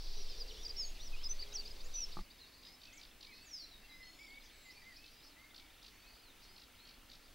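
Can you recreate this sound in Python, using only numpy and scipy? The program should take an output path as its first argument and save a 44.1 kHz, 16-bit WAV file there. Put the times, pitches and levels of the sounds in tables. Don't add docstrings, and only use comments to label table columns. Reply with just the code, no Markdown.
import sys
import numpy as np
from scipy import signal
from scipy.io import wavfile
from scipy.ndimage import uniform_filter1d

SR = 44100
rng = np.random.default_rng(int(sys.argv[2]) if len(sys.argv) > 2 else 0)


def generate_wav(signal):
    frames = np.transpose(np.atleast_2d(signal))
    scaled = np.clip(frames, -1, 1) * 32767
    pcm = np.round(scaled).astype(np.int16)
    wavfile.write(sys.argv[1], SR, pcm)


N = 323694
CUT_S, EDGE_S = 2.218, 0.0058


def amp(db):
    return 10 ** (np.asarray(db) / 20)


def unit_rms(x):
    return x / np.sqrt(np.mean(x ** 2) + 1e-20)


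def at_hz(points, hz):
    points_hz, values = np.array(points).T
    return np.interp(np.log(hz), np.log(points_hz), values)


def across_cut(before, after):
    return before + (after - before) * np.interp(np.arange(N) / SR, [CUT_S - .005, CUT_S + .0084], [0, 1])


def drift(rate_hz):
    knots = rng.standard_normal(N // 100)
    return unit_rms(np.interp(np.arange(N) / SR * rate_hz, np.arange(len(knots)), knots))


def resonate(x, hz, width_hz):
    r = np.exp(-np.pi * width_hz / SR)
    gain = (1 - r * r) / 2
    return signal.lfilter([gain, 0, -gain], [1, -2 * r * np.cos(2 * np.pi * hz / SR), r * r], x)


def add(out, start_s, sound):
    i = max(round(start_s * SR), 0)
    sound = sound[i - round(start_s * SR):]
    out[i:i + len(sound)] += sound[:max(N - i, 0)]


def syrinx(times_s, hz, db, edge_s):
    t = np.arange(times_s[0] - edge_s, times_s[-1] + edge_s, 1 / SR)
    pitch_hz = uniform_filter1d(np.interp(t, times_s, hz), size=60)
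    fade = np.clip(np.minimum(t - t[0], t[-1] - t) / (2 * edge_s), 0, 1)
    envelope = amp(np.interp(t, times_s, db)) * np.sin(fade * np.pi / 2) ** 2
    return np.sqrt(2) * envelope * np.sin(2 * np.pi * np.cumsum(pitch_hz) / SR)


PROGRESS = np.linspace(0, 1, 41)


def note(length_s, pitch_hz, db, waver=.006):
    swell_db = -7 * np.abs(PROGRESS - .54)
    treble_loss_db = 5 * np.maximum(pitch_hz - 5530, 0) / 1000
    times_s = PROGRESS * length_s
    wander = 1 + waver * np.interp(times_s * 70, np.arange(30), rng.standard_normal(30))
    return syrinx(times_s, pitch_hz * wander, db + swell_db - treble_loss_db, EDGE_S)


def puff(length_s, hz, width_hz, db):
    size = round(length_s * SR)
    band = signal.butter(3, [hz - width_hz / 2, hz + width_hz / 2], "band", fs=SR, output="sos")
    noise = unit_rms(signal.sosfilt(band, rng.standard_normal(size + 1000)))[-size:]
    return amp(db) * noise * np.hanning(size)


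# f/Hz, relative density/dB
WASH_BEFORE = [(35, -32.5), (50, -2.5), (70, -23.5), (230, -29), (410, -27), (1700, -35), (2400, -31),
               (4900, -28.5), (6200, -37.5), (9000, -50.5)]
WASH_AFTER = [(35, 0.5), (150, -15.5), (280, -9), (400, -16), (1500, -18), (2300, -15.5), (4700, -21),
              (6300, -26.5), (9000, -50)]
# f/Hz, left-right correlation
WASH_CORRELATION = [(60, 1), (250, 0.83), (600, 0.74), (1200, 0.6), (2000, 1)]


def wash(before_db=-57.5, after_db=-64, waver_db=1.3):
    out, edges_hz = 0, 32 * 2 ** (np.arange(25) / 3)
    white = rng.standard_normal((2, 2, N))
    centres_hz = np.sqrt(edges_hz[1:] * edges_hz[:-1])
    shapes = [amp(at_hz(spectrum, centres_hz)) for spectrum in (WASH_BEFORE, WASH_AFTER)]
    before, after = (g / np.sqrt(np.sum(g ** 2 * np.diff(edges_hz)) * 2 / SR) for g in shapes)
    for k, hz in enumerate(centres_hz):
        band = signal.butter(2, edges_hz[k:k + 2], "band", fs=SR, output="sos")
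        mid, side = signal.sosfilt(band, white[k % 2])
        alike = at_hz(WASH_CORRELATION, hz)
        stereo = np.sqrt((1 + alike) / 2) * mid + np.sqrt((1 - alike) / 2) * side * [[1], [-1]]
        gain = across_cut(before[k] * amp(before_db), after[k] * amp(after_db))
        out += gain * amp(waver_db * drift(9)) * stereo
    return out


# f/Hz, width/Hz, level before cut/dB, level after cut/dB
STAND_MODES = [(13, 5, -42, -72), (22, 5, -53, -69)]


def rumble():
    out = 0
    for hz, width_hz, before_db, after_db in STAND_MODES:
        wind = rng.standard_normal(N + SR)
        sway = resonate(resonate(wind, hz, width_hz), hz, width_hz)[SR:]
        out += unit_rms(sway) * across_cut(amp(before_db), amp(after_db))
    return out


# start/s, end/s, usual top f/Hz, max level/dB
FAR_SONG = [(0, .7, 5000, -55), (.7, 2.2, 4800, -57), (2.2, 5.3, 4600, -63), (5.3, 7.3, 4200, -66)]


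def far_singers(twitters_per_s=150):
    out = np.zeros(N)
    for start_s, end_s, top_hz, max_db in FAR_SONG:
        draws = rng.random((round(twitters_per_s * (end_s - start_s)), 7))
        for when, length, lowness, spread, rise, fall, faintness in draws:
            hz = top_hz * 2 ** (.4 * spread - .1 - 1.3 * lowness ** 2)
            times_s = np.arange(3) * (.004 + .03 * length ** 5)
            arch_hz = hz * np.array([1 - .3 * rise ** 3, 1, 1 - .3 * fall ** 3])
            db = max_db - 15 * np.sqrt(faintness) - 5 * length ** 2 - 4 * lowness ** 2
            twitter = syrinx(times_s, arch_hz, [db] * 3, edge_s=.00424)
            add(out, start_s + when * (end_s - start_s), twitter)
    return out


# mid t/s, length/s, centre f/Hz, level/dB
RASP_CALLS = [(0.1, 1.58, 4640, -58), (0.481, 0.94, 428, -66.5), (1.432, 0.05, 2120, -62),
              (3.371, 0.14, 4570, -63), (4.455, 0.062, 5660, -65), (6.444, 0.092, 4900, -65.5)]


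def rasps():
    out = np.zeros(N)
    for mid_s, length_s, hz, db in RASP_CALLS:
        add(out, mid_s - length_s / 2, puff(length_s, hz, .34 * hz, db))
    return out


# t/s, length/s, first f/Hz, last f/Hz, level/dB
COO_NOTES = [(0.171, 0.047, 427, 398, -57.5), (.36, 0.25, 485, 421.5, -65.5),
             (0.707, 0.077, 460, 390, -63.5), (1.415, 0.28, 410, 415, -66.5), (1.228, 0.127, 416, 394, -68),
             (1.332, 0.19, 593, 512, -74), (1.708, 0.22, 582, 443, -72)]


def coos():
    out = np.zeros(N)
    for start_s, length_s, first_hz, last_hz, db in COO_NOTES:
        pitch_hz = first_hz + (last_hz - first_hz) * PROGRESS
        add(out, start_s - EDGE_S, note(length_s, pitch_hz, db, waver=.03))
    return out


# t/s, length/s, first f/Hz, last f/Hz, mid-note bulge/Hz, level/dB
WHISTLE_NOTES = [ (0.174, 0.059, 5790, 5590, 8, -54), (0.294, 0.029, 5270, 4840, 1, -53),
                 (0.399, 0.03, 5120, 4500, 118, -45), (0.478, 0.038, 5010, 2880, 157, -54),
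                 (0.568, 0.068, 2870, 3760, 154, -58.5), (0.632, 0.015, 5900, 5300, -2, -50),
                 (0.678, .009, 5700, 5550, 50, -53), (0.762, 0.011, 4450, 5350, 198, -47.5),
                 (0.772, 0.082, 5570, 4370, 140, -42.5), (0.783, 0.13, 6530, 6680, -18, -50.5),
                 (0.998, 0.041, 3420, 4620, -2, -54.5), (1.005, 0.054, 5710, 5900, 48, -54.5),
                 (1.057, 0.03, 6200, 4830, -10, -54.5), (1.127, 0.028, 2600, 2445, 8, -54),
                 (1.161, 0.11, 2820, 4070, -300, -61.5), (1.234, 0.009, 5300, 4850, -50, -43.5),
                 (1.292, 0.04, 6030, 6170, -60, -36.5), (1.389, 0.032, 4400, 5100, -52, -45.5),
                 (1.421, 0.019, 3900, 3900, 806, -46), (1.458, .02, 3370, 3300, -3, -59),
                 (1.52, 0.012, 3870, 3900, 0, -52), (1.528, 0.0076, 4730, 6900, 0, -46),
                 (1.538, 0.041, 6400, 4290, 298, -40.5), (1.583, 0.03, 4400, 4270, 402, -42),
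                 (1.651, 0.016, 4880, 4800, -2, -51.5), (1.704, 0.02, 4900, 5000, 2, -52),
                 (1.841, 0.035, 6120, 7260, 500, -56), (1.939, 0.07, 6050, 6056, -190, -44),
                 (1.998, 0.053, 6000, 5260, 48, -41.5), (1.979, 0.036, 2604, 2550, 32, -62),
                 (2.388, 0.075, 4420, 3600, 9, -63.5), (2.537, 0.22, 4690, 5230, -37, -65.5),
                 (2.851, 0.055, 2460, 2475, 150, -61), (2.916, 0.098, 2006, 2300, 73, -63.5),
                 (2.929, 0.056, 5840, 5360, 2152, -53.5), (4.421, 0.2, 2217, 2240, -3, -76),
                 (3.265, 0.068, 2186, 1990, 225, -64.5), (3.295, 0.18, 2497, 2654, 0, -68),
                 (3.31, 0.19, 4180, 4900, -130, -67), (3.42, 0.068, 8460, 6340, -150, -58.5),
                 (3.485, 0.17, 6060, 3980, -58.5, -53.5), (3.493, 0.096, 7360, 5200, 190, -63),
                 (3.563, 0.089, 5490, 5680, -8, -59.5), (3.71, 0.073, 4020, 3730, -67, -62),
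                 (3.783, 0.5, 4700, 5330, 112, -71.5), (3.815, 0.072, 2630, 2746, -2, -66),
                 (3.881, 0.23, 2085, 1985, 5.5, -64.5), (3.896, 0.053, 4090, 3940, -96, -61),
                 (4.028, 0.087, 4230, 4210, 108, -62), (4.188, 0.076, 2130, 2180, 133, -59),
                 (4.277, 0.11, 2115, 2250, 39, -57.5), (4.524, 0.17, 8080, 7000, 143, -63),
                 (4.65, 0.078, 2090, 1970, 5, -63.5), (4.69, 0.32, 4190, 4850, 200.5, -69.5),
                 (4.757, 0.11, 2420, 2240, 5, -69.5), (4.821, 0.12, 1934, 1877, 172, -62.5),
                 (4.974, 0.1, 2470, 2550, 108, -65.5), (5.1, 0.19, 4780, 5220, -40, -69),
                 (5.293, 0.035, 5200, 3950, -150, -67), (5.36, 0.16, 1926, 2090, 136, -67),
                 (5.606, 0.053, 2300, 2244, -2, -67), (5.944, 0.11, 4430, 4640, -110, -73),
                 (6.06, 0.16, 4460, 4920, 91, -69.5), (6.032, 0.082, 2420, 2510, 107, -68),
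                 (6.227, 0.085, 4680, 3550, 5, -67), (6.414, 0.16, 4580, 5230, 0, -70), ]


def whistles():
    out = np.zeros(N)
    for start_s, length_s, first_hz, last_hz, bulge_hz, db in WHISTLE_NOTES:
        glide_hz = first_hz + (last_hz - first_hz) * PROGRESS
        bow_hz = bulge_hz * (1 - (2 * PROGRESS - 1) ** 2)
        add(out, start_s - EDGE_S, note(length_s, glide_hz + bow_hz, db))
    return out


# t/s, hold/s, held f/Hz, base level/dB
HOOK_CHIPS = [(0.65, 0.013, 4840, -41), (0.692, 0.014, 4840, -42.5), (1.24, 0.028, 5095, -41.5)]


def hooks(spike_s=.008, edge_s=EDGE_S / 2):
    out = np.zeros(N)
    pitch_ratios = np.array([.95, 1.16, .95, 1, 1])
    contour_db = -3 * np.array([.67, 1.6, 2, .26, .22])
    for start_s, hold_s, hz, db in HOOK_CHIPS:
        times_s = [0, spike_s / 2, spike_s, spike_s + hold_s / 2, spike_s + hold_s]
        add(out, start_s - edge_s, syrinx(times_s, hz * pitch_ratios, db + contour_db, edge_s))
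    return out


# t/s, length/s, first f/Hz, level/dB
FLICK_NOTES = [(1.66, 0.028, 4220, -54.5), (1.803, 0.018, 4280, -55.5), (1.949, 0.015, 4200, -58),
               (2.119, 0.021, 4270, -56), (2.3, 0.02, 4160, -58.5), (2.463, 0.022, 4050, -60),
               (4.7, 0.03, 4580, -60.5), (4.951, 0.032, 4450, -63), (5.223, 0.033, 4580, -65)]


def flicks(rise_hz_per_s=45000, lower_ratio=.82, lower_db=-3):
    out = np.zeros(N)
    for start_s, length_s, first_hz, db in FLICK_NOTES:
        pitch_hz = first_hz + rise_hz_per_s * length_s * PROGRESS
        upper = note(length_s, pitch_hz, db)
        lower = note(length_s, pitch_hz * lower_ratio, db + lower_db)
        add(out, start_s - EDGE_S, upper + lower)
    return out


# t/s, base level/dB
TAPS = [(2.17, -43.5), (2.19, -47)]
# f/Hz, gain/dB, T60/s
HOUSING_MODES = [(187, -1, 0.35), (360, 5.5, 0.032), (866, 5, 0.037), (1184, 15, 0.02)]


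def knocks():
    out, t = np.zeros(N), np.arange(SR // 5) / SR
    for start_s, db in TAPS:
        for hz, mode_db, t60_s in HOUSING_MODES:
            add(out, start_s, amp(db + mode_db - 60 * t / t60_s) * np.sin(2 * np.pi * hz * t))
    return uniform_filter1d(out, size=20) * across_cut(.6, 0)


# t/s, level/dB
CLIMB_CALLS = [(2.38, -68), (2.5, -71), (6.019, -70), (6.387, -68), (6.768, -68)]


def climbs(length_s=.19, from_hz=3300, to_hz=4400, settle_s=.03):
    out = np.zeros(N)
    pitch_hz = to_hz + (from_hz - to_hz) * np.exp(-PROGRESS * length_s / settle_s)
    for start_s, db in CLIMB_CALLS:
        add(out, start_s - EDGE_S, note(length_s, pitch_hz, db))
    return out


# first t/s, last t/s, base level/dB
CHATTER_RUNS = [(2.635, 2.69, -56), (2.819, 2.874, -56), (2.997, 3.053, -57), (3.212, 3.27, -54),
                (5.044, 5.082, -58), (5.547, 5.6, -56), (5.831, 5.884, -55), (6.565, 6.638, -58),
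                (6.857, 6.911, -59), (7.1, 7.155, -56.5)]


def chatter(pulses_per_s=54, pulse_s=.015, width_hz=1300, step_hz=200):
    out = np.zeros(N)
    for first_s, last_s, db in CHATTER_RUNS:
        times_s = np.linspace(first_s, last_s, round((last_s - first_s) * pulses_per_s) + 1)
        for mid_s, swell in zip(times_s, np.hanning(len(times_s) + 2)[1:]):
            hz = rng.normal(4500, 150)
            pulse_db = db + 5 * (swell - 1)
            narrow = puff(pulse_s, hz - step_hz, width_hz, pulse_db - 1)
            wide = puff(pulse_s, hz - 2 * step_hz, 2 * width_hz, pulse_db - 2)
            add(out, mid_s - pulse_s / 2, narrow + wide)
    return out


# first t/s, last t/s, chirp rate/Hz, first f/Hz, last f/Hz, upsweep/Hz, level/dB
TRILL_RUNS = [(4.052, 4.291, 50, 6200, 7350, 600, -70), (4.2, 4.36, 56, 4850, 4600, 100, -65),
              (4.153, 4.5, 25.5, 3450, 3500, 500, -64), (4.48, 4.66, 110, 4500, 3900, 900, -69),
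              (5.508, 5.82, 25.5, 3450, 3500, 600, -65), (2.88, 3.115, 25.5, 3500, 3500, 600, -65),
              (5.25, 7.26, 17.4, 1350, 1350, 300, -69)]


def trills(chirp_s=.008):
    out = np.zeros(N)
    for first_s, last_s, rate_hz, first_hz, last_hz, sweep_hz, db in TRILL_RUNS:
        for end_s in np.linspace(first_s, last_s, round((last_s - first_s) * rate_hz) + 1):
            hz = first_hz + (last_hz - first_hz) * np.sqrt((end_s - first_s) / (last_s - first_s))
            chirp = syrinx([0, chirp_s], [hz - sweep_hz / 2, hz + sweep_hz / 2], [db, db], chirp_s / 2)
            add(out, end_s - chirp_s, chirp)
    return out


def moving_air(x):
    flutter_db = across_cut(2, 1.8) * drift(40)
    roughness_db = 2 * drift(150)
    return x * amp(flutter_db + roughness_db)


def dunes(x, wet_db, t60_s=.3):
    t = np.arange(SR // 2) / SR
    tail = rng.standard_normal(len(t)) * amp(-60 * t / t60_s)
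    return x + amp(wet_db) * signal.fftconvolve(x, tail / np.linalg.norm(tail))[:N]


def scene():
    notes = moving_air(whistles() + climbs() + flicks() + coos())
    near = dunes(notes + hooks(), wet_db=across_cut(-17, -5))
    far = dunes(trills() + chatter() + rasps() + far_singers(), wet_db=-5)
    return near + far + knocks() + rumble() + wash()


def record(dry, whine_hz=15704, whine_db=-86, cutoff_hz=16050):
    white = rng.standard_normal((2, N)) + .3 * rng.standard_normal(N)
    highpass = signal.butter(2, 5000, "high", fs=SR, output="sos")
    hiss = signal.sosfilt(highpass, white) * across_cut(amp(-64.5), amp(-67))
    whine = amp(whine_db) * np.sqrt(2) * np.sin(2 * np.pi * whine_hz * np.arange(N) / SR)
    lowpass = signal.cheby2(24, 50, cutoff_hz, fs=SR, output="sos")
    return signal.sosfilt(lowpass, dry + hiss + whine)


dry = scene()
out = record(dry)
generate_wav(out)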